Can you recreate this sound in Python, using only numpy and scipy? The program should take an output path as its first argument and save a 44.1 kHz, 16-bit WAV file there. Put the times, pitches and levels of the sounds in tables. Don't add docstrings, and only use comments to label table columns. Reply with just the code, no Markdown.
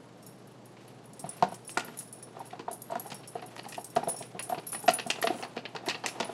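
import sys
import numpy as np
from scipy import signal
from scipy.fft import rfft, irfft, next_fast_len
from scipy.io import wavfile
from scipy.ndimage import uniform_filter1d, map_coordinates

SR = 44100
rng = np.random.default_rng(int(sys.argv[2]) if len(sys.argv) > 2 else 0)


def master_out(mix):
    frames = np.transpose(np.atleast_2d(mix))
    ceiling = np.clip(frames, -1, 1)
    pcm = np.round(ceiling * 32767).astype(np.int16)
    wavfile.write(sys.argv[1], SR, pcm)


N = 279153


def amp(db):
    return 10 ** (np.asarray(db) / 20)


def unit(x):
    return x / np.sqrt(np.mean(x ** 2) + 1e-20)


def crest(x):
    power = uniform_filter1d(x ** 2, size=176, mode="constant")
    return x / np.sqrt(power.max() + 1e-20)


def along(points, hz):
    f, v = np.transpose(points)
    return np.interp(np.log(hz + 1), np.log(f + 1), v)


def add(track, s, x):
    i = max(round(s * SR), 0)
    part = track[i:i + len(x)]
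    part += x[:len(part)]


def coloured(x, spectrum):
    m = 2 * next_fast_len(len(x))
    log_gain = np.log(amp(along(spectrum, np.fft.rfftfreq(m, 1 / SR))))
    cepstrum = irfft(log_gain)
    cepstrum[1:m // 2] *= 2
    cepstrum[m // 2 + 1:] = 0
    response = np.exp(rfft(cepstrum))
    return irfft(rfft(x, m) * response, m)[:len(x)]


def ring(modes, t, scatter_db, detune):
    hz, db, t60 = np.transpose(modes)[:, :, None]
    size, shift, sign = rng.standard_normal((3, len(modes), 1))
    envelope = amp(db + scatter_db * size - 60 * t / t60)
    tone = np.sin(2 * np.pi * hz * (1 + detune * shift) * t)
    return np.sum(np.sign(sign) * envelope * tone, axis=0)


def grit(count, spread_db):
    return unit(rng.standard_normal(count) * amp(spread_db * rng.standard_normal(count)))


def swell(t, rise):
    return 1 - np.exp(-(t / rise) ** 2)


def wobble(count, rate):
    return map_coordinates(rng.standard_normal(count), [np.arange(count) * rate / SR], order=1)


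def followed(curve, column):
    rows = np.array(curve)
    return np.interp(np.arange(N) / SR, rows[:, 0], rows[:, column])


def scattered(level_db, per_s, spread_db):
    slot = SR // 50
    slots = np.arange(0, N - slot, slot)
    chance, place = rng.random((2, len(slots)))
    at = slots + (place * slot).astype(int)
    size_db = level_db[at] + spread_db * rng.standard_normal(len(slots))
    return np.transpose([at / SR, size_db])[chance < per_s * N / SR / len(slots)]


# f/Hz, relative level/dB
AIR_SPECTRUM = [(25, -28), (60, -18.5), (95, -16), (140, 0), (200, -1.5), (450, -3.5), (680, -7.5),
                (1370, -17), (2400, -25.5), (4400, -25.5), (8000, -31.5), (10000, -39), (13000, -51),
                (16000, -42)]


def appliance():
    t = np.arange(N) / SR
    hum = unit(np.sin(2 * np.pi * 120 * t))
    air = unit(coloured(rng.standard_normal(N), AIR_SPECTRUM))
    return amp(-50.5) * air + amp(-59.5) * hum


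# f/Hz, t60/s
ROOM_DECAY = [(200, 0.56), (600, 0.2), (1400, 0.31), (3700, 0.29), (10000, 0.37)]


def room(x):
    hz, t, z = signal.stft(rng.standard_normal(SR // 2), SR, nperseg=256)
    decay = amp(-60 * t / along(ROOM_DECAY, hz)[:, None])
    tail = signal.istft(z * decay, SR, nperseg=256)[1]
    tail *= swell(np.arange(len(tail)) / SR, rise=0.0022)
    return signal.fftconvolve(x, tail / np.linalg.norm(tail))[:N]


# t/s, drive of the lid level/dB, stirred crumbs level/dB
MUZZLE_WORK = [(0, -64, -63), (.7, -66, -64), (.82, -59, -58), (1.1, -64, -65.5), (1.4, -44, -52),
               (1.65, -60, -64.5), (1.88, -43, -52), (2.2, -56, -64.5), (2.4, -44.5, -59), (2.8, -52, -65),
               (3.1, -52, -54.5), (3.3, -52, -61), (3.6, -45.5, -55.5), (3.86, -58, -65),
               (4.04, -54, -58.5), (4.81, -48, -58), (5.08, -39, -56), (5.28, -36, -48.5),
               (5.66, -44, -59.5), (5.85, -42, -62), (6.03, -36.5, -56.5), (6.33, -37, -52.5)]
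# f/Hz, relative level/dB
CRUMB_SPECTRUM = [(200, -23), (700, 14.5), (1500, 13), (2800, 12), (4800, 6), (8000, 3.5), (11000, -0.5),
                  (13000, -5), (16000, -44)]


def crumbs():
    stir = grit(N, spread_db=3) * amp(3.5 * wobble(N, rate=110))
    return amp(followed(MUZZLE_WORK, column=2)) * unit(coloured(stir, CRUMB_SPECTRUM))


# t/s, stroke level/dB, half length/s
TAG_STROKES = [(2.009, -43.5, 0.037), (3.723, -47.5, 0.054), (4.906, -43, 0.027), (5.387, -44, 0.06)]
# f/Hz, relative level/dB
SCRAPE_SPECTRUM = [(2000, -21), (5000, 0), (7500, 4), (10500, 8.5), (12000, -16), (13000, -1), (16000, 5.5)]


def tag_slides():
    t = np.arange(N) / SR
    strokes = sum(amp(db) * np.exp(-((t - s) / half) ** 2) for s, db, half in TAG_STROKES)
    rub = grit(N, spread_db=1) * amp(3.4 * wobble(N, rate=280))
    return strokes * unit(coloured(rub, SCRAPE_SPECTRUM))


# t/s, clash level/dB, high ring level/dB, low ring level/dB,
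# scrape level/dB, contact damping time/s
TAG_CLASHES = [(0.226, -52, -60.5, -49, -52, 0.11), (0.264, -40.5, -54, -52, -59, 0.11),
               (0.473, -53, -62, -70, -60, 0.054), (0.6559, -47, -63, -70, -62, 0.044),
               (0.879, -48.5, -61, -74, -67, 0.046), (1.0555, -47.5, -61, -68, -68, 0.052),
               (1.1326, -44.5, -68, -61, -53, 0.048), (1.1936, -38, -56, -48, -39, 0.078),
               (1.291, -27.5, -67, -39.5, -40, 0.036), (1.366, -48, -47, -48, -50, 0.076),
               (1.5439, -43.5, -62, -61, -43, 0.096), (1.6768, -33, -64, -56, -54, 0.054),
               (1.6984, -40.5, -54, -58, -36, 0.14), (1.8467, -37, -36, -64, -55, 0.044),
               (1.9725, -33, -47, -58, -59, 0.046), (1.9887, -27, -42, -51, -42, 0.07),
               (2.126, -34, -54, -51, -48, 0.054), (2.226, -36, -61, -46, -49, 0.066),
               (2.4633, -47.5, -67, -67, -59, 0.098), (2.713, -38, -53, -63, -42, 0.07),
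               (2.729, -33, -47, -67, -47, 0.081), (2.8186, -31.5, -41, -71, -49, 0.041),
               (2.996, -28, -33, -59, -44, 0.044), (3.065, -43.5, -61, -54, -50, 0.14),
               (3.1434, -36.5, -54, -41, -50, 0.076), (3.2745, -37.5, -51, -47, -47, 0.099),
               (3.462, -41.5, -56, -55, -62, 0.07), (3.686, -40.5, -57, -58, -40, 0.11),
               (3.7698, -46, -57, -61, -51, 0.088), (3.8437, -34, -47, -64, -34.5, 0.056),
               (4.0853, -23, -43.5, -41, -48, 0.17), (4.163, -33.5, -56, -40, -48, 0.097),
               (4.186, -38, -54, -61, -44, 0.17), (4.394, -26, -61, -42, -54, 0.038),
               (4.4243, -32, -46, -59, -42, 0.11), (4.4917, -36, -43, -57, -48, 0.19),
               (4.668, -28.5, -31, -64, -60, 0.12), (4.7194, -28.5, -48, -57, -49, 0.18),
               (4.802, -39, -45, -62, -56, 0.07), (4.8269, -40.5, -54, -61, -48, 0.14),
               (4.86, -34.5, -38, -46, -51, 0.076), (4.9062, -33.5, -46, -58, -43, 0.07),
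               (4.9358, -20, -38.5, -61, -46, 0.076), (5.0686, -42.5, -49, -28, -25, 0.07),
               (5.215, -28, -37, -53, -44, 0.083), (5.249, -36.5, -53, -51, -50, 0.14),
               (5.86, -38, -52, -50, -54, 0.07), (6.084, -39, -53, -46, -49, 0.19),
               (6.245, -37, -61.5, -64, -56, 0.07)]
# f/Hz, relative level/dB, t60/s
TAG_MODES = [(4000, -14, 0.66), (5510, -10.5, 0.96), (6860, -1.5, 0.06), (8420, -12.5, 1),
             (9900, -25, 0.16), (9874, 13, 0.77), (10500, 1, 0.22), (10320, 4.5, 0.51), (10950, -6, .15),
             (11500, -3, 0.073), (11636, 2, 0.25), (13250, -9, .15), (14100, -8, 0.6), (15000, -5.5, 0.25)]
# t/s, level/dB to which TOUCH_DB is added
COLLAR_SWING = [(0.0, -79), (1.11, -76), (1.29, -62), (1.74, -60), (1.92, -65), (2.57, -61.5), (2.98, -62),
                (3.4, -69), (3.7, -61), (3.93, -55.5), (4.48, -70), (4.74, -49), (4.85, -64), (5.62, -72),
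                (5.99, -75), (6.33, -71)]
TOUCHES_PER_S, TOUCH_DB, TOUCH_S = 12, 15, 0.073
BOUNCE_DB, FREE_RING_DB, SCRAPE_DB = -14, -21.5, -8


def collar_tags():
    out, t = np.zeros(N), np.arange(SR // 3) / SR
    brief = t[:SR // 7]
    light = scattered(followed(COLLAR_SWING, column=1) + TOUCH_DB, TOUCHES_PER_S, spread_db=1.5)
    touches = [(s, db, db - 16.5, db - 12, db - 14, TOUCH_S) for s, db in light]
    for s, db, high_db, low_db, scrape_db, length in list(TAG_CLASHES) + touches:
        bright_db = high_db - db + 17.5
        deep_db = low_db - db + 24.5
        rough_db = scrape_db - db + 24
        tint = [(4000, 0), (5500, deep_db), (6700, 0), (8500, rough_db),
                (9700, -.5 * bright_db), (10200, -.3 * bright_db),
                (11500, bright_db), (14000, 0.18 * bright_db + 6.5)]
        modes = [(hz, level + along(tint, hz), t60) for hz, level, t60 in TAG_MODES]
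        progress = brief / max(length, .01)
        bounce_delay = rng.uniform(0.0073, 0.032)
        for delay, bounce_db in [(0, 0), (bounce_delay, BOUNCE_DB)]:
            struck = ring(modes, brief, scatter_db=3, detune=0.00575)
            touching = crest(struck * amp(-60 * progress ** 1.44))
            rub = grit(len(brief), spread_db=2) * amp(-60 * progress)
            scrape = crest(coloured(rub, SCRAPE_SPECTRUM))
            contact = touching + amp(SCRAPE_DB + .5 * rough_db) * scrape
            add(out, s + delay, amp(db + bounce_db - 2.3) * contact * swell(brief, rise=0.00056))
        flutter = amp(4.2 * wobble(len(t), rate=110) - 60 * t / 0.6) * swell(t, rise=0.0009)
        free_ring = crest(ring(modes, t, scatter_db=6, detune=0.00076) * flutter)
        add(out, s, amp(db + FREE_RING_DB) * free_ring)
    return out


# t/s, crack level/dB, sharp edge level/dB,
# body level/dB re the usual crunch, snap t60/s
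KIBBLE_CRACKS = [(1.4252, -16.5, -31.5, 6, 0.028), (1.543, -38, -36, -14, 0.04),
                 (1.6944, -33, -42, -6.5, 0.059), (1.7749, -18, -24, -1.5, 0.044),
                 (1.8054, -28, -41, -6, 0.04), (2.5076, -41, -55, -13, 0.034),
                 (2.594, -33.5, -49, 5, 0.067), (2.9088, -41.5, -38, -6, 0.062),
                 (2.9542, -36, -42, 1, 0.034), (3.1024, -35.5, -43, -9, 0.077),
                 (3.1178, -31, -47, -7, 0.052), (3.394, -35, -75, 4, 0.04), (3.4221, -36, -64, 0, 0.059),
                 (3.5653, -32.5, -48, 1, 0.051), (3.579, -37, -57, -6, 0.043),
                 (3.5922, -28, -54, -1.5, 0.035), (3.6426, -35.5, -68, -5, 0.024),
                 (3.722, -33.5, -45, -7, 0.047), (3.7454, -32.5, -44, -21, 0.015),
                 (3.9629, -19.5, -29.5, 9, 0.065), (4.0334, -34.5, -59, 1, 0.026),
                 (4.2253, -34, -46, -22, 0.036), (4.3924, -26, -54, 0, 0.095),
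                 (4.4947, -40, -56, -9, 0.043), (4.5466, -29, -53, 7, 0.07), (4.5825, -33, -57, -5, 0.049),
                 (4.7306, -30.5, -52, 2, 0.068), (4.7464, -26, -65, 3, 0.083),
                 (4.8798, -13, -30, -0.5, 0.03), (4.8984, -22.5, -44, -12, 0.058),
                 (4.9874, -23.5, -63, -7, 0.03), (4.9965, -23.5, -46, -7.5, 0.04),
                 (5.1023, -12.5, -22.5, -11, 0.046), (5.1574, -32.5, -60, 4, 0.049),
                 (5.2265, -17, -38, -7, 0.038), (5.2719, -14.5, -44, -7, 0.04),
                 (5.4266, -28.5, -46, -2, 0.044), (5.4354, -26, -60, 3, 0.036),
                 (5.5667, -31.5, -48, -3, 0.046), (5.5772, -27.5, -61, -10, 0.04),
                 (5.654, -26, -74, -7, 0.033), (5.7513, -29.5, -41, 6.5, 0.067),
                 (5.7633, -26, -48, -2.5, 0.04), (5.8634, -30.5, -41, 0.5, 0.12),
                 (5.8855, -17.5, -33, -9, 0.056), (5.8964, -20.5, -38, -15.5, 0.063),
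                 (5.9104, -25, -51, -9, 0.055), (5.9454, -25.5, -61, -4, 0.046),
                 (6.0387, -26, -60, 1, 0.12), (6.0616, -16, -18, -8, 0.068), (6.0814, -28, -39, -10, 0.056),
                 (6.2008, -21.5, -36, -13, 0.04), (6.2297, -25, -51, -3, 0.034)]
# f/Hz, relative level/dB
CRUNCH_SPECTRUM = [(40, -88), (200, -8), (900, -2), (1500, -4.5), (1900, 4), (2200, 0), (2600, 7.5),
                   (3500, -1), (4500, 0.5), (6000, -8.5), (8500, -19.5), (11000, -32), (16000, -34)]
CHIPS_PER_S, CHIP_DB, CHIP_S = 12, 7, 0.09
RUN_DB, RUN_T60_S = -5, 0.078


def kibble():
    out, t = np.zeros(N), np.arange(SR // 10) / SR
    breaks = scattered(followed(MUZZLE_WORK, column=2) + CHIP_DB, CHIPS_PER_S, spread_db=4)
    chips = [(s, db, db - 35, -5, CHIP_S) for s, db in breaks]
    for s, db, edge_db, body_db, length in list(KIBBLE_CRACKS) + chips:
        snap = grit(len(t), spread_db=1.5) * amp(-60 * t / max(length, .004))
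        fractures = grit(len(t), spread_db=4) * amp(7 * wobble(len(t), rate=240))
        run = fractures * amp(RUN_DB - 60 * t / RUN_T60_S)
        tint = [(1100, body_db + 11.5), (2200, 0), (5000, 0), (7000, edge_db - db + 23)]
        spectrum = [(hz, level + along(tint, hz) + rng.normal(0, 1.8)) for hz, level in CRUNCH_SPECTRUM]
        add(out, s - .0004, amp(db - 5.0) * crest(coloured(snap + run, spectrum)))
    return out


# f/Hz, relative level/dB
RATTLE_SPECTRUM = [(40, -42), (110, -39), (170, -9), (280, -6.5), (450, -2.5), (570, -5.5), (700, 2),
                   (950, -4.5), (1170, -8.5), (1400, -13.5), (2000, -19), (4000, -21), (12000, -56)]


def lid_drag():
    slips = grit(N, spread_db=4) * amp(4 * wobble(N, rate=70))
    return amp(followed(MUZZLE_WORK, column=1) - 9.5) * unit(coloured(slips, RATTLE_SPECTRUM))


# t/s, hollow level/dB, hollow f/Hz, thud level/dB,
# lid's lowest mode level/dB, clack level/dB
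LID_BLOWS = [(1.242, -33.5, 722, -40.5, -43, -61), (1.426, -13, 709, -27, -15, -26),
             (1.522, -36, 678, -65, -39.5, -58), (1.774, -27, 718, -37, -24.5, -19),
             (1.885, -49, 690, -46, -53, -40), (2.367, -40.5, 785, -51, -49, -54),
             (2.405, -35.5, 790, -52, -32, -60), (2.531, -32.5, 723, -54, -45, -50),
             (2.596, -41.5, 836, -38, -39, -42), (2.682, -27.5, 726, -40, -29.5, -39.5),
             (2.71, -33.5, 666, -45, -45, -54), (2.902, -34.5, 684, -60, -37, -48),
             (2.921, -27.5, 693, -60, -29.5, -46), (2.957, -25, 708, -41.5, -28.5, -32.5),
             (3.059, -34, 810, -45, -50, -49), (3.119, -37.5, 840, -42.5, -41, -45),
             (3.355, -29, 704, -35, -53, -49), (3.425, -36.5, 713, -55, -55, -52),
             (3.662, -34.5, 800, -45, -57, -54), (3.78, -28, 717, -48.5, -32.5, -51),
             (3.967, -14, 691, -28.5, -27.5, -31), (4.032, -28, 813, -40, -32, -45),
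             (4.074, -22.5, 678, -33.5, -37, -48), (4.143, -39, 693, -62, -56, -60),
             (4.208, -36.5, 672, -45, -45, -54), (4.349, -37, 697, -40, -52, -56),
             (4.498, -25.5, 692, -53, -36, -45), (4.524, -20.5, 707, -43, -30.5, -36.5),
             (4.578, -33, 700, -42, -42, -53), (4.84, -35.5, 815, -40.5, -50, -48),
             (4.884, -9.5, 698, -41, -26.5, -23), (4.99, -38, 735, -45, -47, -52),
             (5.064, -31, 700, -38.5, -48, -53), (5.185, -36, 676, -41.5, -52, -46),
             (5.241, -17, 682, -29.5, -55, -36), (5.275, -32, 684, -40, -45, -41),
             (5.303, -21, 720, -29, -48, -50), (5.345, -36, 696, -39, -53, -58),
             (5.429, -32.5, 740, -56, -37, -46), (5.568, -30, 702, -33, -41, -42),
             (5.751, -38, 806, -37.5, -34, -42), (5.878, -31, 684, -31.5, -40, -40),
             (6.204, -28, 682, -33.5, -26, -28), (6.293, -31.5, 685, -41.5, -58, -46)]
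# f/Hz, relative level/dB, t60/s
BASE_MODES = [(172, -6.5, 0.16), (239, 0, 0.053), (379, 4.5, 0.033), (403, 2.5, 0.046), (457, 0.5, 0.47)]
# f/Hz, relative level/dB, t60/s
LID_MODES = [(928, 12, 0.042), (1194, -7, 0.085), (1350, 3.5, 0.039), (1416, 1.5, 0.066), (1800, 6, 0.018),
             (1880, -4, 0.024)]
TAPS_PER_S, TAP_DB, TAP_HZ = 4.2, -0.5, 750


def lid_knocks():
    out, t = np.zeros(N), np.arange(SR // 5) / SR
    light = scattered(followed(MUZZLE_WORK, column=1) + TAP_DB, TAPS_PER_S, spread_db=0.0)
    taps = [(s, db, TAP_HZ, db - 7, db - 9, db - 10.5) for s, db in light]
    for s, db, hz, thud_db, flex_db, clack_db in list(LID_BLOWS) + taps:
        cavity = ring([(hz, 0, .026)], t, scatter_db=1, detune=0.008)
        hollow = crest(cavity * swell(t, rise=0.0072))
        base = ring(BASE_MODES, t, scatter_db=9, detune=0.065)
        thud = crest(base * swell(t, rise=0.0057) * amp(-60 * t / 0.082))
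        flex = crest(ring(LID_MODES[:1], t, scatter_db=1, detune=0.031) * swell(t, rise=0.0011))
        clack = crest(ring(LID_MODES[1:], t, scatter_db=1, detune=0.012) * swell(t, rise=0.00037))
        chatter = grit(len(t), spread_db=5) * amp(5 * wobble(len(t), rate=150))
        shaken = chatter * swell(t, rise=0.0019) * amp(-60 * t / 0.13)
        rattle = crest(coloured(shaken, RATTLE_SPECTRUM))
        rattle_db = -11.0 - 0.48 * (db + 25)
        knock = amp(db - 1.5) * hollow + amp(thud_db + 3.5) * thud
        knock += amp(flex_db - 2) * flex + amp(clack_db - 2) * clack
        knock += amp(db + rattle_db) * rattle
        add(out, s - .0022, knock)
    return out


def scene():
    bowl = lid_knocks() + lid_drag()
    cracks = kibble()
    tags = collar_tags() + tag_slides()
    echo = room(amp(-8.5) * bowl + amp(-11) * cracks + amp(-10.5) * tags)
    return (bowl + cracks + tags + crumbs() + echo + appliance())[None]


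# f/Hz, level/dB
MIC_RESPONSE = [(20, 1.5), (85, -6), (118, -1), (11700, -5), (12700, -7.5), (15100, -18.5), (16000, -23)]


def record(dry):
    top_hz = 15900
    m = next_fast_len(N + SR // 2)
    hz = np.fft.rfftfreq(m, 1 / SR)
    response = amp(along(MIC_RESPONSE, hz)) * (hz < top_hz)
    return irfft(rfft(dry, m) * response, m)[:, :N]


dry = scene()
out = record(dry)
master_out(out)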